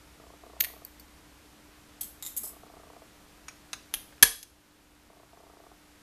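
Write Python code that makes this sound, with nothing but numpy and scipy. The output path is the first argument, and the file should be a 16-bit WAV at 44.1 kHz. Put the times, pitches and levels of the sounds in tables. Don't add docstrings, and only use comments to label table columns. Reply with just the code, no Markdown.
import sys
import numpy as np
from scipy import signal
from scipy.fft import rfft
from scipy.io import wavfile
from scipy.ndimage import uniform_filter1d

SR = 44100
rng = np.random.default_rng(int(sys.argv[2]) if len(sys.argv) > 2 else 0)


def magnitude_from_level(level_db):
    exponent = np.asarray(level_db, float) / 20
    return 10 ** exponent


def wav_record(signal):
    frames = np.transpose(np.atleast_2d(signal))
    bounded = np.clip(frames, -1, 1)
    quanta = np.round(bounded * 32767).astype(np.int16)
    wavfile.write(sys.argv[1], SR, quanta)


N = 265614

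# start in seconds, peak level in dB, rattle t60 in seconds,
# tilt in dB per octave about 5 kHz.
PULL_STRIKES = [
    (.6018, -24, .03, 4),
    (.6053, -8.5, 0.026, -3),
    (.6075, -7, 0.011, -4.5),
    (.6115, -19, 0.014, -6),
    (.6155, -23, .02, -3),
    (.6205, -21, 0.041, 5),
]
FREE_STRIKES = [
    (.6392, -16, 0.016, -0.13),
    (.6458, -17, 0.02, -1.8),
    (.652, -23, 0.018, -0.88),
]
SETTLE_STRIKES = [
    (.8497, -22, 0.011, 4),
    (.858, -49, .012, 1.),
    (.8645, -43, 0.014, 3),
    (.9968, -34, 0.024, -1.5),
    (1.006, -41, 0.013, -2.2),
]
LAY_STRIKES = [
    (2.0092, -29, 0.018, 0.),
    (2.0103, -23.5, 0.07, 0.0),
    (2.0134, -22.5, 0.036, 0.0),
    (2.0314, -30, 0.034, 0.0),
    (2.043, -29.5, 0.051, 0.0),
]
DROP_STRIKES = [
    (2.2252, -22.5, 0.071, -1),
    (2.2388, -30, 0.017, 0),
    (2.2503, -25, 0.099, 0.5),
    (2.2638, -22.5, 0.089, 1.5),
]
SCRAPE_STRIKES = [
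    (2.3654, -25.5, 0.068, 0.0),
    (2.373, -22, 0.069, 0.0),
    (2.3764, -21.5, 0.03, 0.0),
    (2.3824, -31, 0.03, 0.0),
]
SLIDE_STRIKES = [
    (2.4326, -22, 0.11, 0.0),
    (2.4405, -24, 0.056, 0.0),
    (2.4502, -25.5, 0.12, 0.0),
    (2.461, -39, 0.033, 0.0),
    (2.4754, -27, 0.058, 0.0),
    (2.4894, -32, 0.15, 0.0),
]

# start in seconds, peak level in dB, rattle t60 in seconds,
# tilt in dB per octave about 5 kHz.
TOUCH_STRIKES = [
    (3.483, -29, 0.04, 0.0),
]
CATCH_STRIKES = [
    (3.7312, -20.5, 0.0047, 1),
    (3.7323, -21, 0.033, 0.),
    (3.740, -31.5, 0.014, 2.),
    (3.747, -39, 0.013, 2.4),
]
PUSH_STRIKES = [
    (3.9345, -39, 0.036, -1.5),
    (3.9393, -11.5, 0.013, -1),
    (3.9408, -18.5, 0.022, -1.5),
    (3.9468, -16, .014, 4.5),
    (3.954, -26, .015, 4),
]
PIN_STRIKES = [
    (4.124, -45.5, 0.049, -16),
    (4.1812, -44.5, .014, -12),
    (4.429, -25, 0.026, 0),
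    (4.4325, -30, 0.023, 4.5),
]
SNAP_STRIKES = [
    (4.2256, -14, .01, 8.5),
    (4.2261, 2.5, .022, -0.5),
    (4.2276, 0.5, .018, 0.5),
    (4.2305, 2, 0.031, -3.5),
    (4.2345, -6.5, 0.014, 0),
    (4.2412, -7, .011, 6),
]

# broad colour (Hz, dB per Hz), resonances (Hz, width in Hz, dB over the colour),
# room level in dB, tick share as a ratio to the rattle.
PULL_BODY = ([(700, -41), (1350, -19), (1900, -5), (4000, -3.5), (5500, -14), (8000, -12), (11000, 2),
             (14100, -0.5)], [(4500, 390, 5), (6500, 940, 17), (12700, 360, 8), (13670, 760, 21)], -13, 1.4)
FREE_BODY = ([(530, -51), (900, -19), (1490, -15), (1920, -3), (2660, -5), (7660, -12), (12100, 4),
             (14100, -2.5)], [(1920, 480, 1), (4400, 300, 3), (14000, 300, -1)], -10, .54)
SETTLE_BODY = ([(1500, -45.), (2500, -33), (4500, -2), (7000, -0.5), (14100, 5)], [(4520, 150, 18),
               (12000, 330, 6.3), (13700, 350, 9)], -12, .54)
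LAY_BODY = ([(900, -23), (1800, -25), (3500, -18), (5500, -17), (8000, -11.5), (10000, -10), (12500, -2),
            (14100, -12)], [(3310, 200, 6.6), (4270, 130, 11), (6340, 130, 5.), (7810, 150, 12),
            (8500, 150, 6.), (10920, 120, 10.5), (13200, 280, 6.9)], -7.5, .3)
DROP_BODY = ([(530, -32), (900, -12), (1970, -15.5), (3800, -16), (5810, -14.5), (7320, -13), (12300, -0.5),
             (14100, -9)], [(2040, 110, 12.4), (3770, 410, 22), (5250, 140, 12), (7220, 890, 19),
             (9700, 150, 7.4), (10800, 200, 1.3333), (12000, 300, 6), (13200, 200, 5)], -4, 3.4)
SCRAPE_BODY = ([(1180, -59), (2000, -26), (5880, -22.5), (7960, -9.5), (10100, -16), (11800, -10),
               (12700, 0), (14100, -16)], [(6670, 200, 10.6), (7800, 400, 3.), (10920, 170, 21),
               (13600, 300, 8.5)], -7, .1)
SLIDE_BODY = ([(1180, -52), (2000, -30), (2960, -28), (5120, -16.5), (5980, -15), (9600, -7), (10400, -8),
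              (14100, -2.5)], [(5230, 110, 8.6), (7960, 230, 6.8), (9750, 130, 7.6), (11070, 150, 12),
              (12200, 200, 3.)], -12.5, 0.36)
TOUCH_BODY = ([(350, -49), (600, -18), (1210, 0.5), (2530, -10), (4590, -11.5), (5590, -8), (7380, -18.5),
              (14100, -25)], [(2430, 300, 12), (5640, 130, 11), (6650, 350, 16.5), (9280, 140, 24.6)],
              -10.5, 0.46)
CATCH_BODY = ([(59, -39), (100, -31), (631, -11), (1360, -2.5), (3240, -11), (6290, -6.5), (6970, -15),
              (14100, -20)], [(2620, 310, 4.5), (3820, 430, 9.7), (6350, 480, 7), (9450, 170, 17)],
              -12, .54)
PUSH_BODY = ([(60, -36), (300, -25.5), (1000, -17), (2300, -15.5), (4500, -16), (7500, -21), (10500, -7.5),
             (14100, -9.5)], [(1680, 150, 2.4), (3258, 690, 12), (6200, 750, 10), (10500, 690, 5.)],
             -10.5, 0.19)
PIN_BODY = ([(300, -47.5), (1500, -18.5), (3000, -4), (8000, -7), (14100, -5.5)], [(1700, 400, 5.),
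            (5100, 400, 4.), (6400, 400, 10.), (10000, 500, 8.)], -18, .54)
SNAP_BODY = ([(30, -26.5), (100, -26), (600, -25.5), (1200, -17), (5000, -8.5), (7500, -11), (11000, -7.5),
             (14100, -15.5)], [(1713, 200, 13.5), (3360, 210, 5), (4400, 300, -6), (6230, 400, 5),
             (9460, 280, 8.5), (11340, 500, 13), (12600, 300, 5)], -10.5, 0.34)

# start in seconds, level in dB, pitch in Hz, t60 in seconds.
THUDS = [
    (2.041, -49.5, 205, 0.13),
    (2.40, -50, 217, 0.17),
    (3.735, -51, 119, .1),
    (3.95, -46.5, 31.8, 0.25),
    (4.225, -29.5, 134.9, 0.053),
    (4.226, -36.5, 86.6, 0.12),
    (4.231, -37, 35.4, 0.35),
    (4.231, -37, 456, 0.25),
]
# frequency in Hz, t60 in seconds.
ROOM_T60 = [(80, 0.093), (300, 0.31), (700, 0.4), (1740, 0.3394), (4590, .42), (12100, 0.37)]

# pitch in Hz, level in dB, lag in seconds, t60 in seconds.
BARREL_MODES = [(1133, 4, 0.00174, 0.02), (918, -4, 0.00244, 0.035), (682, 5.5, 0.00176, 0.035),
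                (435, 6.5, 0.00359, 0.018)]
HUNTS = [
    (6, 13),
    (73, 79),
    (153, 160),
]

# frequency in Hz, level in dB per Hz.
HISS_COLOUR = [(12, -43.5), (20, -14.5), (65, -8), (98, -14.5), (220, -13.5), (481, -18), (1220, -20),
               (14000, -32.5)]
# pitch in Hz, rms level in dB, wander in Hz.
HUM_LINES = [
    (57.8, -69.5, 2.2),
    (299, -65, 1.7),
]
# time in seconds, rms level in dB.
RUMBLE_LEVEL = [(0.0, -70), (.3, -61), (1.3, -64.5), (1.9, -78), (2.3, -66), (2.8, -83.5), (6.02, -83.5)]

HISS_DB = -55
RUMBLE_HZ, RUMBLE_WANDER_HZ, RUMBLE_WAVER_DB = 62.3, 1.9, -1
FRAMES_PER_S, SEARCH_STEPS, SWEEP_STEPS, PARK_FRAMES = 30, 5, 11, 11.45
EARLY_S, LATE_S = 0.00308, 0.00804
SEARCH_DB, SEARCH_RISE_DB, SWEEP_DB = -47, 0.1, -44
START_DB, PARK_DB, UNEVEN_DB = 3.5, -45, -0.46
EDGE_HZ = 14260


def evened(x):
    return x / np.sqrt(np.mean(x ** 2) + 1e-20)


def read(points, hz):
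    f, value = np.transpose(points)
    return np.interp(np.log(hz + 1), np.log(f + 1), value)


def add(mix, start_s, sound):
    part = mix[round(start_s * SR):][:len(sound)]
    part += sound[:len(part)]


def drift(rate_hz):
    t = np.arange(N) / SR
    slow_hz = np.geomspace(rate_hz / 20, rate_hz, num=12)
    return evened(sum(np.sin(2 * np.pi * (f * t + rng.random())) for f in slow_hz))


def causal(gain):
    log_gain = np.log(np.r_[gain, gain[-2:0:-1]] + 1e-5)
    minimum_phase = np.exp(np.conj(signal.hilbert(log_gain)))
    return np.fft.ifft(minimum_phase).real[:len(gain) // 2]


def microphone_hiss():
    frames, hz = N // 512 + 5, np.fft.rfftfreq(2048, 1 / SR)
    a, b, patches = rng.standard_normal((frames, len(hz), 3)).T
    patches = uniform_filter1d(patches, size=20, axis=0)
    patches = evened(uniform_filter1d(patches, size=8, axis=1))
    level = magnitude_from_level(read(HISS_COLOUR, hz)[:, None] + 0.22 * patches)
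    hiss = signal.istft((a + 1j * b) * level, nperseg=2048, noverlap=1536)[1]
    return magnitude_from_level(HISS_DB - 1.5) * evened(hiss[:N])


def mains_hum():
    out = np.zeros(N)
    for hz, db, wander_hz in HUM_LINES:
        level = np.sqrt(2) * magnitude_from_level(db + 0.68 * drift(12.))
        turns = np.cumsum(hz + wander_hz * drift(26.0)) / SR
        out += level * np.sin(2 * np.pi * turns)
    return out


def engine_rumble():
    rumble_db = np.interp(np.arange(N) / SR, *np.transpose(RUMBLE_LEVEL))
    rumble_db = rumble_db + RUMBLE_WAVER_DB * drift(10.0)
    turns = np.cumsum(RUMBLE_HZ + RUMBLE_WANDER_HZ * drift(9.)) / SR
    return np.sqrt(2) * magnitude_from_level(rumble_db) * np.sin(2 * np.pi * turns)


def motor_steps():
    search, sweep, steps = np.arange(SEARCH_STEPS), np.arange(SWEEP_STEPS), []
    search_db = SEARCH_DB + SEARCH_RISE_DB * search + START_DB * (search == 0)
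    sweep_db = SWEEP_DB + START_DB * (sweep == 0) / 2
    db = np.r_[search_db, sweep_db, PARK_DB]
    for out, back in HUNTS:
        frames = np.r_[out + search, back + sweep, back + PARK_FRAMES]
        late_s = LATE_S * rng.random(len(frames)) ** 2
        start_s = frames / FRAMES_PER_S - EARLY_S + late_s
        steps += zip(start_s, db + UNEVEN_DB * rng.standard_normal(len(db)))
    return steps


def focus_motor():
    t, out, steps = np.arange(1500) / SR, np.zeros(N), motor_steps()
    chances = rng.standard_normal((len(steps), len(BARREL_MODES), 3))
    for (start_s, db), chance in zip(steps, chances):
        knock = np.zeros(len(t))
        for (hz, mode_db, lag_s, t60_s), (detune, wobble, turn) in zip(BARREL_MODES, chance):
            u = np.maximum(t - lag_s, 0)
            shape = magnitude_from_level(mode_db + 0.88 * wobble - 60 * u / t60_s) * (1 - np.exp(-u / 0.001))
            knock += shape * np.sin(2 * np.pi * hz * (1 + 0.031 * detune) * u + 0.6 * turn)
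        knock *= magnitude_from_level(db + 1.5) / abs(knock).max()
        add(out, start_s - .001, knock)
        whirr = signal.fftconvolve(knock, rng.standard_normal(1500))
        add(out, start_s + 0.00408, magnitude_from_level(db - 24.5) * evened(whirr))
    return out


def bench():
    t, out = np.arange(SR // 4) / SR, np.zeros(N)
    for start_s, db, hz, t60_s in THUDS:
        swell_and_decay = magnitude_from_level(db - 60 * t / t60_s) * (1 - np.exp(-t / .006))
        add(out, start_s, swell_and_decay * np.sin(2 * np.pi * hz * t))
    return out


def room(x):
    taps = np.zeros(SR // 2)
    at = np.arange(0, len(taps) - 10, 10)
    taps[at + rng.integers(0, 10, len(at))] = rng.choice([-1., 1.], len(at))
    hz, t, z = signal.stft(taps, SR, nperseg=256)
    decay = magnitude_from_level(-60 * t / read(ROOM_T60, hz)[:, None])
    tail = signal.istft(z * decay, SR, nperseg=256)[1]
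    tail *= np.clip((np.arange(len(tail)) / SR - .004) / 0.013, 0, 1)
    return signal.oaconvolve(x, tail / np.linalg.norm(tail))[:N]


def struck(strikes, colour, peaks, room_db, tick):
    hz, t, out = np.fft.rfftfreq(8192, 1 / SR), np.arange(2048) / SR, np.zeros(N)
    rings = sum(magnitude_from_level(db) / (1 + (2 * (hz - f) / width) ** 2) for f, width, db in peaks)
    body = magnitude_from_level(read(colour, hz)) * (1 + rings)
    octaves = np.log2(np.maximum(hz, 300) / 5000)
    contacts = rng.standard_normal((len(strikes), len(t)))
    for (start_s, db, t60_s, tilt_db), rattle in zip(strikes, contacts):
        rattle = rattle * (magnitude_from_level(-60 * t / max(t60_s, .001)) + tick * np.exp(-t / 0.00014))
        even = np.sqrt(uniform_filter1d(abs(rfft(rattle, 8192)) ** 2, size=60))
        ring = signal.fftconvolve(rattle, causal(body / even * magnitude_from_level(tilt_db * octaves)))
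        add(out, start_s, magnitude_from_level(db) * ring / abs(ring).max())
    flatter = causal((1 + rings) ** -.25)
    return out + magnitude_from_level(room_db + 0.5) * room(signal.oaconvolve(out, flatter)[:N])


def tension_tool():
    leaving = struck(PULL_STRIKES, *PULL_BODY) + struck(FREE_STRIKES, *FREE_BODY)
    leaving += struck(SETTLE_STRIKES, *SETTLE_BODY)
    landing = struck(LAY_STRIKES, *LAY_BODY) + struck(DROP_STRIKES, *DROP_BODY)
    sliding = struck(SCRAPE_STRIKES, *SCRAPE_BODY) + struck(SLIDE_STRIKES, *SLIDE_BODY)
    return leaving + landing + sliding


def padlock():
    clicks = struck(TOUCH_STRIKES, *TOUCH_BODY) + struck(CATCH_STRIKES, *CATCH_BODY)
    clicks += struck(PUSH_STRIKES, *PUSH_BODY)
    return clicks + struck(PIN_STRIKES, *PIN_BODY) + struck(SNAP_STRIKES, *SNAP_BODY)


def scene():
    background = microphone_hiss() + mains_hum() + engine_rumble()
    return (background + focus_motor() + bench() + tension_tool() + padlock())[None]


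def roll_off(x):
    return signal.sosfilt(signal.butter(12, 15380, fs=SR, output="sos"), x)


def record(dry):
    power = uniform_filter1d(dry[0] ** 2, size=800, origin=399)
    power_db = 10 * np.log10(abs(power) + 1e-12)
    rise_db = np.arange(N) * 2.5 / SR
    cut_db = np.maximum.accumulate(.36 * np.maximum(power_db + 24, 0) + rise_db) - rise_db
    ducked = dry / magnitude_from_level(signal.lfilter([.0004], [1, .0004 - 1], cut_db))
    band_limit = signal.firwin(383, EDGE_HZ, window=("kaiser", 9), fs=SR)
    narrow = signal.oaconvolve(ducked, band_limit[None], "same")
    return roll_off(np.clip(narrow, -1, 1))


dry = scene()
out = record(dry)
wav_record(out)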